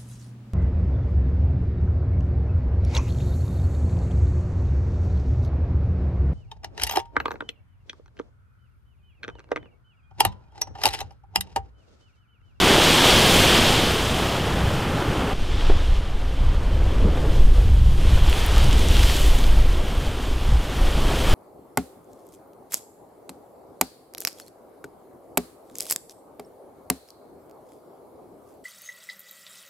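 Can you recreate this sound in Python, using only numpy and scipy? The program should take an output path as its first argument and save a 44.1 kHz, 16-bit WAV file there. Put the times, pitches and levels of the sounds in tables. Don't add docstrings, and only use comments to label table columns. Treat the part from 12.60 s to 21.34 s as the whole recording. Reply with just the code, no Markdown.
import sys
import numpy as np
from scipy import signal
from scipy.fft import rfft, irfft, next_fast_len
from scipy.io import wavfile
from scipy.ndimage import uniform_filter1d, minimum_filter1d, map_coordinates

SR = 44100
rng = np.random.default_rng(int(sys.argv[2]) if len(sys.argv) > 2 else 0)


def rack_gain(trim_db):
    fader = np.asarray(trim_db, float)
    return 10 ** (fader / 20)


def master(y):
    cut = np.clip(np.atleast_2d(y).T, -1, 1)
    pcm = np.round(cut * 32767)
    wavfile.write(sys.argv[1], SR, pcm.astype(np.int16))


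N = 385434
CUT_S = 2.734


def unit(x):
    return x / np.sqrt(np.mean(x ** 2) + 1e-20)


def per_shot(pair):
    after = np.clip((np.arange(N) / SR - CUT_S) / 0.004 + 0.5, 0, 1)
    return (1 - after) * np.asarray(pair[0]) + after * np.asarray(pair[1])


def curves(shots):
    t = np.arange(N) / SR
    interpolated = []
    for shot in shots:
        knots_s, *columns = np.transpose(shot)
        interpolated.append([np.interp(t, knots_s, column) for column in columns])
    return per_shot(interpolated)


def swells(rows, gain):
    centre_s, length_s, *heights = np.transpose(rows)
    foot_to_foot_s = 1.69 * length_s
    t = np.arange(0, N + 64, 64) / SR
    shape = np.cos(np.pi * np.clip((t[:, None] - centre_s) / foot_to_foot_s, -0.5, 0.5)) ** 2
    return [np.interp(np.arange(N) / SR, t, shape @ gain(h)) for h in heights]


def wobble(rate_hz):
    knots = rng.standard_normal(int(N * rate_hz / SR) + 4)
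    return map_coordinates(knots, [np.arange(N) * rate_hz / SR])


def filtered(x, response):
    m = next_fast_len(len(x) + 8192)
    return irfft(rfft(x, m) * response(np.fft.rfftfreq(m, 1 / SR)), m)[:len(x)]


def coloured(x, spectrum):
    f, db = np.transpose(spectrum)
    return unit(filtered(x, lambda hz: rack_gain(np.interp(np.log(hz + 1), np.log(f), db, -120, -120))))


def evened(x, span_s, share):
    level = np.sqrt(np.abs(uniform_filter1d(x ** 2, int(span_s * SR))) + 0.02)
    return unit(x / level ** share)


def patchy(depth_db):
    z = signal.stft(rng.standard_normal(N + 512), nperseg=512)[2]
    field = uniform_filter1d(rng.standard_normal(z.shape), size=6, axis=0)
    field = uniform_filter1d(field, size=14, axis=1)
    return signal.istft(z * rack_gain(depth_db * unit(field)), nperseg=512)[1][:N]


def grains(count, centre_hz, cycles, spread_db, size):
    when, pitch, strength = rng.random((count, 3)).T
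    hz = centre_hz * 2 ** (2 * pitch - 1)
    turns = hz[:, None] * np.arange(size) / SR
    shape = np.sin(2 * np.pi * turns * (1 + 0.025 * turns / cycles)) * np.exp(-turns / cycles)
    shape *= rack_gain(spread_db * strength ** 3)[:, None]
    where = (when * N).astype(int)[:, None] + np.arange(size)
    return unit(np.bincount(where.ravel(), shape.ravel(), N + size)[:N])


def water_state():
    # t/s, strength/dB, frothiness/dB
    churn_table = [
        [(0.0, -21, 0.5), (0.9, -21.5, -1), (1.4, -28, 0.5), (2.0, -31, 4), (2.734, -29.5, 4.5)],
        [(2.734, -37.5, -1), (3.58, -39.5, 1.5), (4.47, -30.5, 0.5), (4.85, -28, -1.5), (5.3, -40, -2),
         (5.46, -31, -1), (5.9, -33.5, 2.5), (6.3, -28, -3.5), (7.05, -35, 0.5), (7.4, -32.5, 0),
         (7.95, -35, 0.5), (8.45, -29.5, 0), (8.74, -28, 2)],
    ]
    # t/s, amount/dB, droplet fineness/dB
    fall_table = [
        [(0.0, -20.5, -0.5), (0.4, -16.5, -0.5), (0.95, -18.5, -1.5), (1.35, -27, 0.5), (2.0, -36, 1),
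         (2.734, -38.5, 0)],
        [(2.734, -41, -4), (3.32, -40.5, -5.5), (3.55, -46, -3.5), (4.585, -43, -1.5), (4.63, -43, 0),
         (5.35, -43, 3), (5.47, -37, 0), (6.2, -32.5, 0.5), (6.66, -31.5, 6.5), (7.05, -39.5, 2),
         (8.0, -40, 1.5), (8.74, -30.5, 2)],
    ]
    # t/s, length/s, churn change/dB, fall change/dB, fineness change/dB
    change_table = [(0.13, 0.18, 1.5, 0.5, -0.5), (0.33, .2, -1, -0.5, 0), (0.62, .15, 0, -1, 1.5),
                    (0.76, .2, -1, -1, 4), (1.64, 0.11, 1.5, 1, 1), (3.05, 0.32, 4.5, 3.5, -4),
                    (4.77, 0.093, -2.5, 1.5, 1.5), (4.85, 0.052, -4, -2, 3), (4.93, 0.25, -2.5, 1.5, 0.5),
                    (5.62, 0.22, -1, 1.5, 1), (5.78, 0.18, -0.5, 3, 1.5), (5.98, 0.16, -0.5, 2, 0),
                    (6.44, 0.39, -2, 3.5, 0), (6.87, .15, 0.5, 0, -0.5), (8.2, .2, 1.5, 0, 1),
                    (8.52, .12, 3, 1, -1), (8.64, 0.17, 0, 0, 2.5), (7.75, 0.16, -0.5, -2, 0),
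                    (2.4, 0.22, 0.5, -1, 0.5), (2.62, 0.12, 2.5, 1, 0), (5.13, .2, -2, -1.5, 0)]
    churn_db, froth_db = curves(churn_table)
    fall_db, fine_db = curves(fall_table)
    churn_change_db, fall_change_db, fine_change_db = swells(change_table, np.asarray)
    return churn_db + churn_change_db, fall_db + fall_change_db, fine_db + fine_change_db, froth_db


def sea(clumps):
    # f/Hz, level/dB per Hz
    crash_colour = [(80, -40), (170, 0), (270, -3), (380, -0.5), (520, -2.5), (900, -15.5), (2500, -41)]
    roar_colour = [(50, -40), (120, 7.5), (200, -0.5), (370, -1), (550, -3.5), (900, -16), (2500, -46)]
    wash_colour = [(250, -20), (500, -4.5), (800, 1.5), (1200, -1), (1800, -8.5), (3000, -14.5),
                   (8000, -86)]
    foam_colour = [(800, -61), (1600, -9), (2400, -2.5), (3500, -0.5), (5000, -4.5), (7500, -14.5),
                   (16000, -49)]
    roar_db, foam_db, _, froth_db = water_state()
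    wash_db = 0.4 * roar_db + 0.51 * foam_db + froth_db + per_shot((-3.5, -4.5))
    surge = wobble(9)
    gurgle = grains(count=4000, centre_hz=439.2, cycles=2.3, spread_db=10.5, size=700)
    fizz = grains(count=16000, centre_hz=2574, cycles=1.42, spread_db=5.5, size=120)

    churn = patchy(depth_db=-0.7) + 0.16 * gurgle
    seen = per_shot((coloured(churn, crash_colour), coloured(churn, roar_colour)))
    roar = evened(seen, span_s=0.039, share=0.42)
    wash = coloured(patchy(depth_db=-0.7) + 0.13 * gurgle + 0.21 * fizz, wash_colour)
    foam = coloured(patchy(depth_db=0.5) + 0.34 * fizz, foam_colour)
    return (rack_gain(roar_db - 0.16) * roar
            + rack_gain(wash_db + 0.3 * surge + 0.28 * clumps) * wash
            + rack_gain(foam_db + 0.11 * surge + 0.56 * clumps - 3) * foam)


def shower(clumps):
    # f/Hz, level/dB per Hz
    spray_colour = [(2500, -52), (4500, -5.5), (6500, -3.5), (9000, -3.5), (10500, -10), (13000, -25),
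                    (18000, -50)]
    mist_colour = [(7000, -42), (10000, -3), (11500, -1.5), (13500, -3), (15000, -5), (15800, -13)]
    _, fall_db, fine_db, _ = water_state()
    spray_db = fall_db + 0.6 * fine_db - 10
    mist_db = fall_db + fine_db - 16.5
    rain = grains(count=20000, centre_hz=9000, cycles=0.69, spread_db=8, size=30)
    spray = coloured(patchy(depth_db=1) + 0.59 * rain, spray_colour)
    mist = coloured(patchy(depth_db=1) + 0.24 * rain, mist_colour)
    return rack_gain(spray_db + 0.61 * clumps) * spray + rack_gain(mist_db + 0.62 * clumps) * mist


def gusts():
    # t/s, strength/dB
    wind_table = [
        [(0.0, -31), (0.8, -35), (1.8, -35), (2.734, -37.5)],
        [(2.734, -26.5), (3.5, -25.5), (4.3, -21), (5.3, -17), (5.8, -23.5), (7.0, -21.5), (7.55, -27),
         (8.1, -26), (8.74, -22)],
    ]
    # t/s, length/s, slow buffet/dB, fast flutter/dB
    gust_table = [(0.3, 0.18, -40, -33), (0.57, 0.23, -30, -23), (0.8, .25, -28, -23),
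                  (1.05, 0.3, -30, -25), (1.24, 0.22, -32, -31), (2.07, 0.29, -30, -21),
                  (2.33, 0.1, -42, -25), (2.52, .2, -31, -25), (2.8, 0.13, -24, -32),
                  (2.95, 0.089, -18.5, -22.5), (3.12, 0.16, -11.5, -19.5), (3.33, 0.16, -14, -23),
                  (3.62, 0.29, -22, -40), (3.88, .22, -18, -22.5), (4.18, 0.22, -21.5, -20.5),
                  (4.46, 0.27, -21, -21), (4.87, 0.22, -7.5, -24), (5.07, 0.15, -18, -17),
                  (5.24, 0.2, -22, -15), (5.57, 0.33, -14.5, -15.5), (6.06, 0.38, -15, -15.5),
                  (6.4, 0.21, -19, -15), (6.7, 0.14, -10.5, -29), (7.0, 0.38, -13, -26),
                  (7.42, 0.13, -20, -23.5), (7.73, 0.13, -22.5, -25), (7.925, 0.12, -10, -15.5),
                  (8.25, 0.095, -15, -31), (8.43, 0.24, -18, -26), (8.74, 0.081, -9, -17)]
    buffet_db, = curves(wind_table)
    growth = per_shot((0.49, 1.31))
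    flutter_db = growth * (buffet_db + 30) - 30 + per_shot((8, -5))
    return np.hypot(rack_gain(np.array([buffet_db, flutter_db])), swells(gust_table, rack_gain))


def wind():
    # f/Hz, level/dB per Hz
    buffet_colour = [(4, -10.5), (12, -1.5), (25, -2), (45, -9), (70, -18), (120, -62), (300, -93)]
    flutter_colour = [(20, -33), (45, 2.5), (60, 1), (90, -6), (130, -15), (180, -20), (400, -50)]
    boom_colour = [(20, -46), (45, -1), (65, 0), (130, -1), (200, -6), (300, -14), (600, -62)]
    slow_gain, fast_gain = gusts()
    buffet = evened(coloured(rng.standard_normal(N), buffet_colour), span_s=0.12, share=0.55)
    flutter = evened(coloured(rng.standard_normal(N), flutter_colour), span_s=0.085, share=0.45)
    boom = rack_gain(-2.5) * evened(coloured(rng.standard_normal(N), boom_colour), span_s=0.2, share=0.4)
    return slow_gain * buffet + fast_gain * per_shot((boom, flutter))


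def drops():
    # t/s, tick level/dB, tip level/dB, plop level/dB
    drop_table = [(0.2404, -14, -32, -22), (0.7412, -13, -25, -21), (5.6974, -26, -37, -26),
                  (5.728, -34, -48, -19), (5.782, -32, -46, -24), (5.8628, -32, -28, -32),
                  (5.9618, -26, -43, -23), (5.9808, -21, -34, -20), (6.043, -24, -44, -28),
                  (6.111, -30, -46, -19), (6.129, -21, -44, -20), (6.1809, -26, -40, -29),
                  (6.1923, -22, -38, -29), (6.2854, -20, -42, -27), (6.368, -28, -42, -17),
                  (6.393, -26, -39, -26), (6.431, -24, -41, -17), (6.4357, -27, -39, -18),
                  (6.4931, -24, -42, -24), (6.497, -22, -42, -15.5), (6.5664, -20, -37, -24),
                  (6.7874, -26, -39, -35), (6.841, -36, -48, -23), (6.8665, -32, -46, -29)]
    # f/Hz, level/dB per Hz
    tick_colour = [(4000, -30), (5500, 2), (9000, -2), (11000, -20)]
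    tip_colour = [(8000, -30), (10500, 0), (15000, 0), (18000, -10)]
    plop_colour = [(900, -32), (1600, 1), (4500, -3), (6000, -30)]
    out, t = np.zeros(N + SR), np.arange(SR // 30) / SR
    envelope = rack_gain(-60 * t / 0.0089) * (1 - np.exp(-t / 0.0002))
    for start_s, tick_db, tip_db, plop_db in drop_table:
        parts = (tick_db - 2.5, tick_colour), (tip_db + 5, tip_colour), (plop_db - 0.5, plop_colour)
        burst = sum(rack_gain(db) * coloured(rng.standard_normal(len(t)), colour) for db, colour in parts)
        out[round(start_s * SR):][:len(t)] += burst * envelope
    return out[:N]


def slaps():
    # t/s, peak level/dB, pitch f/Hz, t60/s
    slap_table = [
        (3.097, -12, 400, .06),
        (4.441, -14, 200, .14),
        (4.472, -19, 300, .1),
        (4.572, -22, 500, .08),
        (4.65, -22, 420, .09),
        (5.966, -24, 1250, .12),
        (8.374, -18, 340, .11),
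        (8.5, -21, 420, .1),
    ]
    out, t = np.zeros(N + SR), np.arange(SR // 4) / SR
    onset = 1 - np.exp(-t / 0.0015)
    for start_s, db, hz, t60_s in slap_table:
        decay = rack_gain(-60 * t / t60_s)
        pocket = np.sin(2 * np.pi * hz * t) * decay
        spread = [(0.27 * hz, -25), (0.28 * hz, 0), (1.9 * hz, -4), (5.6 * hz, -24)]
        puff = evened(coloured(rng.standard_normal(len(t)), spread), span_s=0.01, share=0.15) * decay
        out[round(start_s * SR):][:len(t)] += rack_gain(db) * (0.8 * pocket + 0.6 * puff) * onset
    return out[:N]


def port_ring(water):
    # f/Hz, width/Hz, gain
    port = (3180, 604, 0.98)
    hz, width_hz, gain = port
    return filtered(water, lambda f: 1 + gain * 1j * f * width_hz / (hz * hz - f * f + 1j * f * width_hz))


def scene():
    clumps = wobble(22) + 0.65 * wobble(6.2)
    water = sea(clumps) + shower(clumps) + drops() + slaps()
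    return np.tile(port_ring(water) + wind(), (2, 1))


def low_pass(x):
    return signal.sosfilt(signal.butter(12, 15670, fs=SR, output="sos"), x)


def record(dry):
    top, hold = 0.69, SR // 25
    need = np.minimum(1, top / (np.abs(dry[0]) + 1e-9))
    held = dry * uniform_filter1d(minimum_filter1d(need, hold), hold)
    return low_pass(held)


dry = scene()
out = record(dry)
master(out)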